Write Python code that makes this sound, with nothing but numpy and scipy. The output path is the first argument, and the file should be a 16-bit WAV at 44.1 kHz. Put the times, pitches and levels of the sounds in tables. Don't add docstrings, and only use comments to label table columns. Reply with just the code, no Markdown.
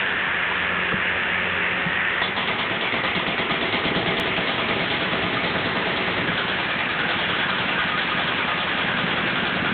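import sys
import numpy as np
from scipy import signal
from scipy.fft import rfft, irfft
from scipy.io import wavfile

SR = 44100
rng = np.random.default_rng(int(sys.argv[2]) if len(sys.argv) > 2 else 0)


def gain_from_db(level_db):
    decades = np.asarray(level_db, float) / 20
    return 10 ** decades


def persist_wave(psi):
    counts = np.round(np.clip(psi, -1, 1) * 32767).astype(np.int16)
    wavfile.write(sys.argv[1], SR, np.atleast_2d(counts).T)


N = 429093

LANDING_S = 2.217
SKIP_S = 4.1993


def unit(x):
    return x / np.sqrt(np.mean(x ** 2) + 1e-20)


def in_time(rows):
    s, *columns = np.transpose(rows)
    return [np.interp(np.arange(N) / SR, s, c) for c in columns]


def at_hz(points, hz):
    point_hz, value = np.transpose(points)
    return np.interp(np.log(hz), np.log(point_hz), value)


def drift(rate):
    knots = rng.standard_normal(int(N / SR * 60))
    return unit(np.interp(np.arange(N) / SR * rate, np.arange(len(knots)), knots))


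def clicks(times_s, heights):
    out = np.full(N, 1e-18)
    index = np.clip((np.ravel(times_s) * SR).astype(int), 0, N - 1)
    np.add.at(out, index, np.ravel(heights))
    return out


def ring(x, hz, t60_s):
    r, w = gain_from_db(-60 / (t60_s * SR)), 2 * np.pi * hz / SR
    return signal.lfilter([0, np.sin(w)], [1, -2 * r * np.cos(w), r * r], x)


def fade(power, t60_s):
    return signal.lfilter([1], [1, -gain_from_db(-120 / (t60_s * SR))], power)


def bands(grain_db):
    grain = gain_from_db(grain_db * rng.standard_normal((2, N // 32 + 1))).repeat(32, axis=1)[:, :N]
    white = rng.standard_normal((2, N)) * grain
    edges_hz = 28 * 2 ** np.arange(0, 7.6, 1 / 3)
    for k, (low, high) in enumerate(zip(edges_hz, edges_hz[1:])):
        sos = signal.butter(2, [low, high], "band", fs=SR, output="sos")
        yield np.sqrt(low * high), signal.sosfilt(sos, white[k % 2])


def narrow(centre_hz, width_hz):
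    sos = signal.butter(2, width_hz / 2, fs=SR, output="sos")
    a, b = signal.sosfilt(sos, rng.standard_normal((2, N)))
    phase = 2 * np.pi * np.cumsum(centre_hz) / SR
    return unit(a * np.cos(phase) + b * np.sin(phase))


def engine():
    # start_s, firings_per_s, exhaust_db, block_hz
    running = [(0, 98, -47, 1750), (.3, 89.3, -48.5, 1760), (.9, 90.2, -41, 1714), (1.8, 90.8, -40.5, 1813),
               (2.21, 91.2, -45.5, 1872), (3.0, 120, -51, 1872), (6.3, 87, -50.5, 1807),
               (9.73, 86, -51, 1702)]
    # shaft_multiple, level_db
    orders = [(2, -4.5), (3, -21), (4, 0.5), (5, -9.5), (8, -5), (9, -5), (12, -4), (20, -5.5), (28, -5),
              (60, -4.5)]
    # band_hz, level_db_per_hz
    knock_colour = [(18, -55), (30, -24.5), (75, -10), (130, -14), (175, -9.5), (314, -12), (400, -9),
                    (896, -9.5), (1130, -8), (1750, -2), (2300, -6), (2800, -4.5), (3400, -16),
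                    (4500, -21.5)]
    firing_hz, exhaust_db, block_hz = in_time(running)
    t = np.arange(N) / SR

    since_s = np.maximum(t - LANDING_S, 0)
    duck_db, duck_s, nearing_db_per_s = -10, 0.03, 0.5
    knock_db = -26 + duck_db * np.minimum(since_s / duck_s, 1) + nearing_db_per_s * since_s

    turns = np.cumsum(firing_hz / 2 * (1 + .0025 * drift(12))) / SR
    exhaust = 0
    for k, db in orders:
        exhaust = exhaust + gain_from_db(db + 1.9 * drift(18)) * np.sin(2 * np.pi * (k * turns + rng.random()))

    firing = (2 * turns).astype(int)
    strength = gain_from_db(2.0 * rng.standard_normal(1000))[firing]
    gate = 0.74 + strength * np.exp(-3.0 * (2 * turns % 1))
    knock = 0
    for hz, noise in bands(grain_db=0.7):
        share = np.clip(np.log(hz / 500) / 2.1, 0, 1)
        knock = knock + gain_from_db(at_hz(knock_colour, hz) + 1.3 * drift(14)) * gate ** share * noise

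    strain_s, strain_db = 0.45, 3.5
    strain = np.interp(t, [LANDING_S - strain_s, LANDING_S], [0, 1], right=0)
    block = unit(gate * narrow(block_hz * (1 + .015 * drift(20)), width_hz=200))
    body = gain_from_db(2.0) * unit(knock) + gain_from_db(-4.5 + strain_db * strain) * block
    return np.sqrt(2) * gain_from_db(exhaust_db) * exhaust + gain_from_db(knock_db) * body


def linkage():
    # start_s, peak_db, pitch_hz, t60_s
    clunks = [
        (0.515, -17, 951, 0.036),
        (0.921, -14, 1250, .025),
        (0.927, -16, 448, 0.035),
        (0.94, -12.5, 205, 0.041),
        (1.862, -20.5, 172, .12),
        (2.219, -13, 1915, .12),
        (2.221, -19, 3450, 0.25),
        (2.22, -10.5, 1000, 0.015),
    ]
    out = 0
    for s, db, hz, t60_s in clunks:
        hit_and_bounce = clicks(s + np.array([0, .006]), gain_from_db(db + np.array([0, -7])))
        out = out + ring(hit_and_bounce, hz, t60_s)
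    return out


def blows():
    # start_s, blows_per_s
    pace_curve = [(2.364, 9.059), (3.5, 8.604), (4.2, 9.253), (5.7, 9.474), (6, 9.591), (6.6, 9.655),
                  (7, 10.085), (8, 10.187), (8.4, 9.88), (8.9, 10.3), (9.73, 10.343)]
    # start_s, clatter_db, thud_over_clatter_db
    bite = [(2.2, -23, -11), (2.9, -24, -7.5), (3.9, -23, -3.5), (4.4, -24.5, -5.5), (5.6, -24.8, -4.5),
            (6.3, -24.5, -4), (6.5, -26.5, -10.5), (7.2, -23, -9.5), (8.6, -25, -10), (9.0, -24.5, -5.5),
            (9.73, -26.2, -4)]
    t, (pace,) = np.arange(N) / SR, in_time(pace_curve)
    first_s, skipped_blows = pace_curve[0][0], 0.192
    done = np.cumsum(pace * (t >= first_s)) / SR + skipped_blows * (t > SKIP_S)
    s = np.r_[LANDING_S, first_s, t[1:][np.diff(done.astype(int)) > 0]]
    luck = rng.standard_normal((len(s), 3)).T
    clatter_db, thud_db = (c[(s * SR).astype(int)] for c in in_time(bite))
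    return s, clatter_db + 0.7 * luck[0], thud_db + 1.2 * luck[1], -13.5 + 3 * luck[2]


def contact_envelope(loose_s, contact_db, wet_db, t60_s):
    chance_db = 1.4 * rng.standard_normal(loose_s.shape)
    power = clicks(loose_s, gain_from_db(2 * (contact_db + chance_db)))
    return np.sqrt(fade(power, t60_s) + gain_from_db(2 * wet_db) * fade(power, 2.6))


def loose_clatter(loose_s, steel_db, clatter_db, thud_db, bright_db, place, wet_db):
    # band_hz, level_db_per_hz
    near = [(35, -43), (60, -16), (177, -7.5), (400, -4), (544, -11), (800, -8.5), (1470, -11.5),
            (1930, -11), (2800, -10.5), (3400, -9.5), (4500, -7)]
    side_on = [(35, -45), (60, -17.5), (177, -6.5), (400, -8), (675, -9), (885, -9.5), (1500, -9.5),
               (2070, -9.5), (2800, -11.5), (3500, -10.5), (4500, -6)]
    shadowed = [(35, -45.5), (60, -20), (168, -5.5), (294, -6.5), (380, -9.5), (1120, -10.5), (1470, -12.5),
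                (1860, -10.5), (2800, -11), (3430, -11), (4500, -9)]
    # band_hz, t60_s
    decay = [(100, 0.37), (400, .22), (1500, 0.4), (3000, 0.36), (3600, 0.088), (4200, 0.13)]
    out = 0
    for hz, noise in bands(grain_db=0.33):
        low = np.interp(np.log(hz), np.log([300, 700]), [1, 0])
        high = np.interp(np.log(hz), np.log([2800, 3800]), [0, 1])
        blow_db = clatter_db + low * (thud_db + 7.5) + high * (bright_db + 15.5)
        blow = contact_envelope(loose_s, blow_db[:, None] + steel_db, wet_db - 3.1 * high, at_hz(decay, hz))
        colour_db = np.interp(place, [0, 1, 2], [at_hz(c, hz) for c in (near, side_on, shadowed)])
        rumble_cut_db = -3 * (140 < hz < 280)
        out = out + gain_from_db(colour_db + rumble_cut_db + 1.3 * drift(25)) * blow * noise
    return unit(out)


def struck(modes, when_s, blow_db, contact_db, shade, spread_db):
    out = 0
    for k, (hz, level_db, t60_s, shade_db) in enumerate(modes):
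        luck = rng.standard_normal(when_s.shape)
        hit_db = (blow_db + shade * shade_db)[:, None] + contact_db + level_db + spread_db * luck
        out = out + (-1) ** k * ring(clicks(when_s, gain_from_db(hit_db)), hz, t60_s)
    return out


def thumps(s, level_db, shade):
    # delay_s, pitch_hz, over_thud_db, shadow_change_db
    pushes = [
        (.012, 178, 10, -5),
        (.016, 238, 6.5, -5),
        (.014, 386, 3, -6.5),
        (.066, 180, 1, 9.5),
        (0.069, 240, -2, 9),
    ]
    t60_s, rise_s = 0.095, 0.006
    out = 0
    for late_s, hz, db, shade_db in pushes:
        height = gain_from_db(level_db + db + shade * shade_db + 2.5 * rng.standard_normal(len(s))) / 2
        pair_s = s[:, None] + late_s + [0, round(rise_s * hz) / hz]
        out = out + ring(clicks(pair_s, np.c_[height, height]), hz, t60_s)
    return out


def breaker():
    # delay_s, slab_db, steel_db
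    stroke = [
        (0.0, -6.5, 3.5),
        (0.012, -3, 3),
        (0.018, 2, 1.5),
        (0.026, -5.5, -5),
        (0.042, -1.5, 1.5),
        (0.062, -9.5, -3),
        (0.076, -1.5, -7),
    ]
    # pitch_hz, level_db, t60_s, shadow_change_db
    slab_modes = [(109, -12, 0.22, 0), (173, -5.5, 0.12, -4.5), (234.45, -5, .14, -2.5),
                  (309.6, -6.5, 0.091, -0.5), (387, 0, .15, -9.5), (467.3, -9.5, 0.23, -10.5),
                  (518.5, -9, 0.14, -2.5), (665.4, -1, .12, -18.5), (826.3, -3, 0.11, -7.5)]
    # pitch_hz, level_db, t60_s, shadow_change_db
    steel_modes = [(1000, -5.5, 0.21, -2.5), (1235, 1, 0.14, 7.5), (1510, -10.5, 0.24, 1.5),
                   (1950, -7, 0.088, -4), (2180, -8.5, 0.077, 2.5), (2373, -4.5, 0.28, 6),
                   (2760, -4.5, 0.11, 4.5), (3330, -3.5, 0.17, 7), (3450, -0.5, 0.11, 3)]
    # start_s, place (0 near, 1 side on, 2 shadowed)
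    walk = [(2.2, 0.34), (3.0, 0.05), (4.1, .2), (4.5, 0.62), (6.1, 1.05), (6.35, 1.5), (6.62, 2.05),
            (6.82, 2.5), (7.0, 1.45), (8.5, 2.05), (9.73, 1.8)]
    # place, porch_db, steel_ring_db, housing_hz, housing_db
    place_table = [(0, -17.5, -2, 2050, -10), (.3, -20.5, -1.5, 2050, -9.5), (.62, -12, 0.5, 2100, -10),
                   (1.05, -11, -7, 2070, -16), (1.45, -13, -5.5, 1520, -8), (2.05, -11, -6, 1518, -8),
                   (2.5, -12.5, -4.5, 1950, -7.5)]
    s, clatter_db, thud_db, bright_db = blows()
    delay_s, slab_db, steel_db = np.transpose(stroke)
    place, = in_time(walk)
    places, *heard = np.transpose(place_table)
    wet_db, ring_db, housing_hz, housing_db = (np.interp(place, places, c) for c in heard)
    shade = np.clip(place[(s * SR).astype(int)] - 1, 0, 1)
    tight_s = s[:, None] + delay_s
    loose_s = tight_s + .0015 * rng.standard_normal(tight_s.shape) * (delay_s > 0)

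    clatter = loose_clatter(loose_s, steel_db, clatter_db, thud_db, bright_db, place, wet_db)
    rattle = unit(contact_envelope(loose_s, clatter_db[:, None] + steel_db, wet_db - 4.0, 0.36))
    housing = rattle * narrow(housing_hz * (1 + .04 * drift(22)), width_hz=220)
    return_db = 4 * shade[:, None] * (delay_s > .07)
    thud = struck(slab_modes, tight_s, clatter_db + thud_db - 1.0, slab_db + return_db, shade, spread_db=1.5)
    steel = gain_from_db(ring_db) * struck(steel_modes, loose_s, clatter_db - 14.5, steel_db, shade, spread_db=6.0)
    noise = gain_from_db(-25) * (clatter + gain_from_db(housing_db + 2.3 * drift(18)) * housing)
    return noise + thud + steel + thumps(s, clatter_db + thud_db, shade)


def scene():
    return (breaker() + engine() + linkage())[None]


def low_pass(x):
    return signal.sosfilt(signal.butter(12, 15800, fs=SR, output="sos"), x)


def record(dry):
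    # band_hz, level_db
    band_edge = [(3200, 0), (3500, -2.5), (3800, -7.5), (4050, -14), (4300, -23.5), (4500, -36),
                 (4640, -50.5), (4720, -99)]
    r = np.exp(-1 / (.009 * SR))
    level_db = 10 * np.log10(signal.lfilter([1 - r], [1, -r], dry ** 2) + 1e-4)
    x = dry * gain_from_db(-.45 * (level_db + 23))
    x = 0.46 * np.tanh(x / 0.44)
    x = signal.sosfilt(signal.butter(3, 45, "high", fs=SR, output="sos"), x)
    edge_db = np.interp(np.arange(N // 2 + 1) * SR / N, *np.transpose(band_edge), right=-200)
    tick = signal.lfilter([1], [1, -.6], clicks(SKIP_S, gain_from_db(-13)))
    return low_pass(irfft(rfft(x) * gain_from_db(edge_db), N) + tick)


dry = scene()
out = record(dry)
persist_wave(out)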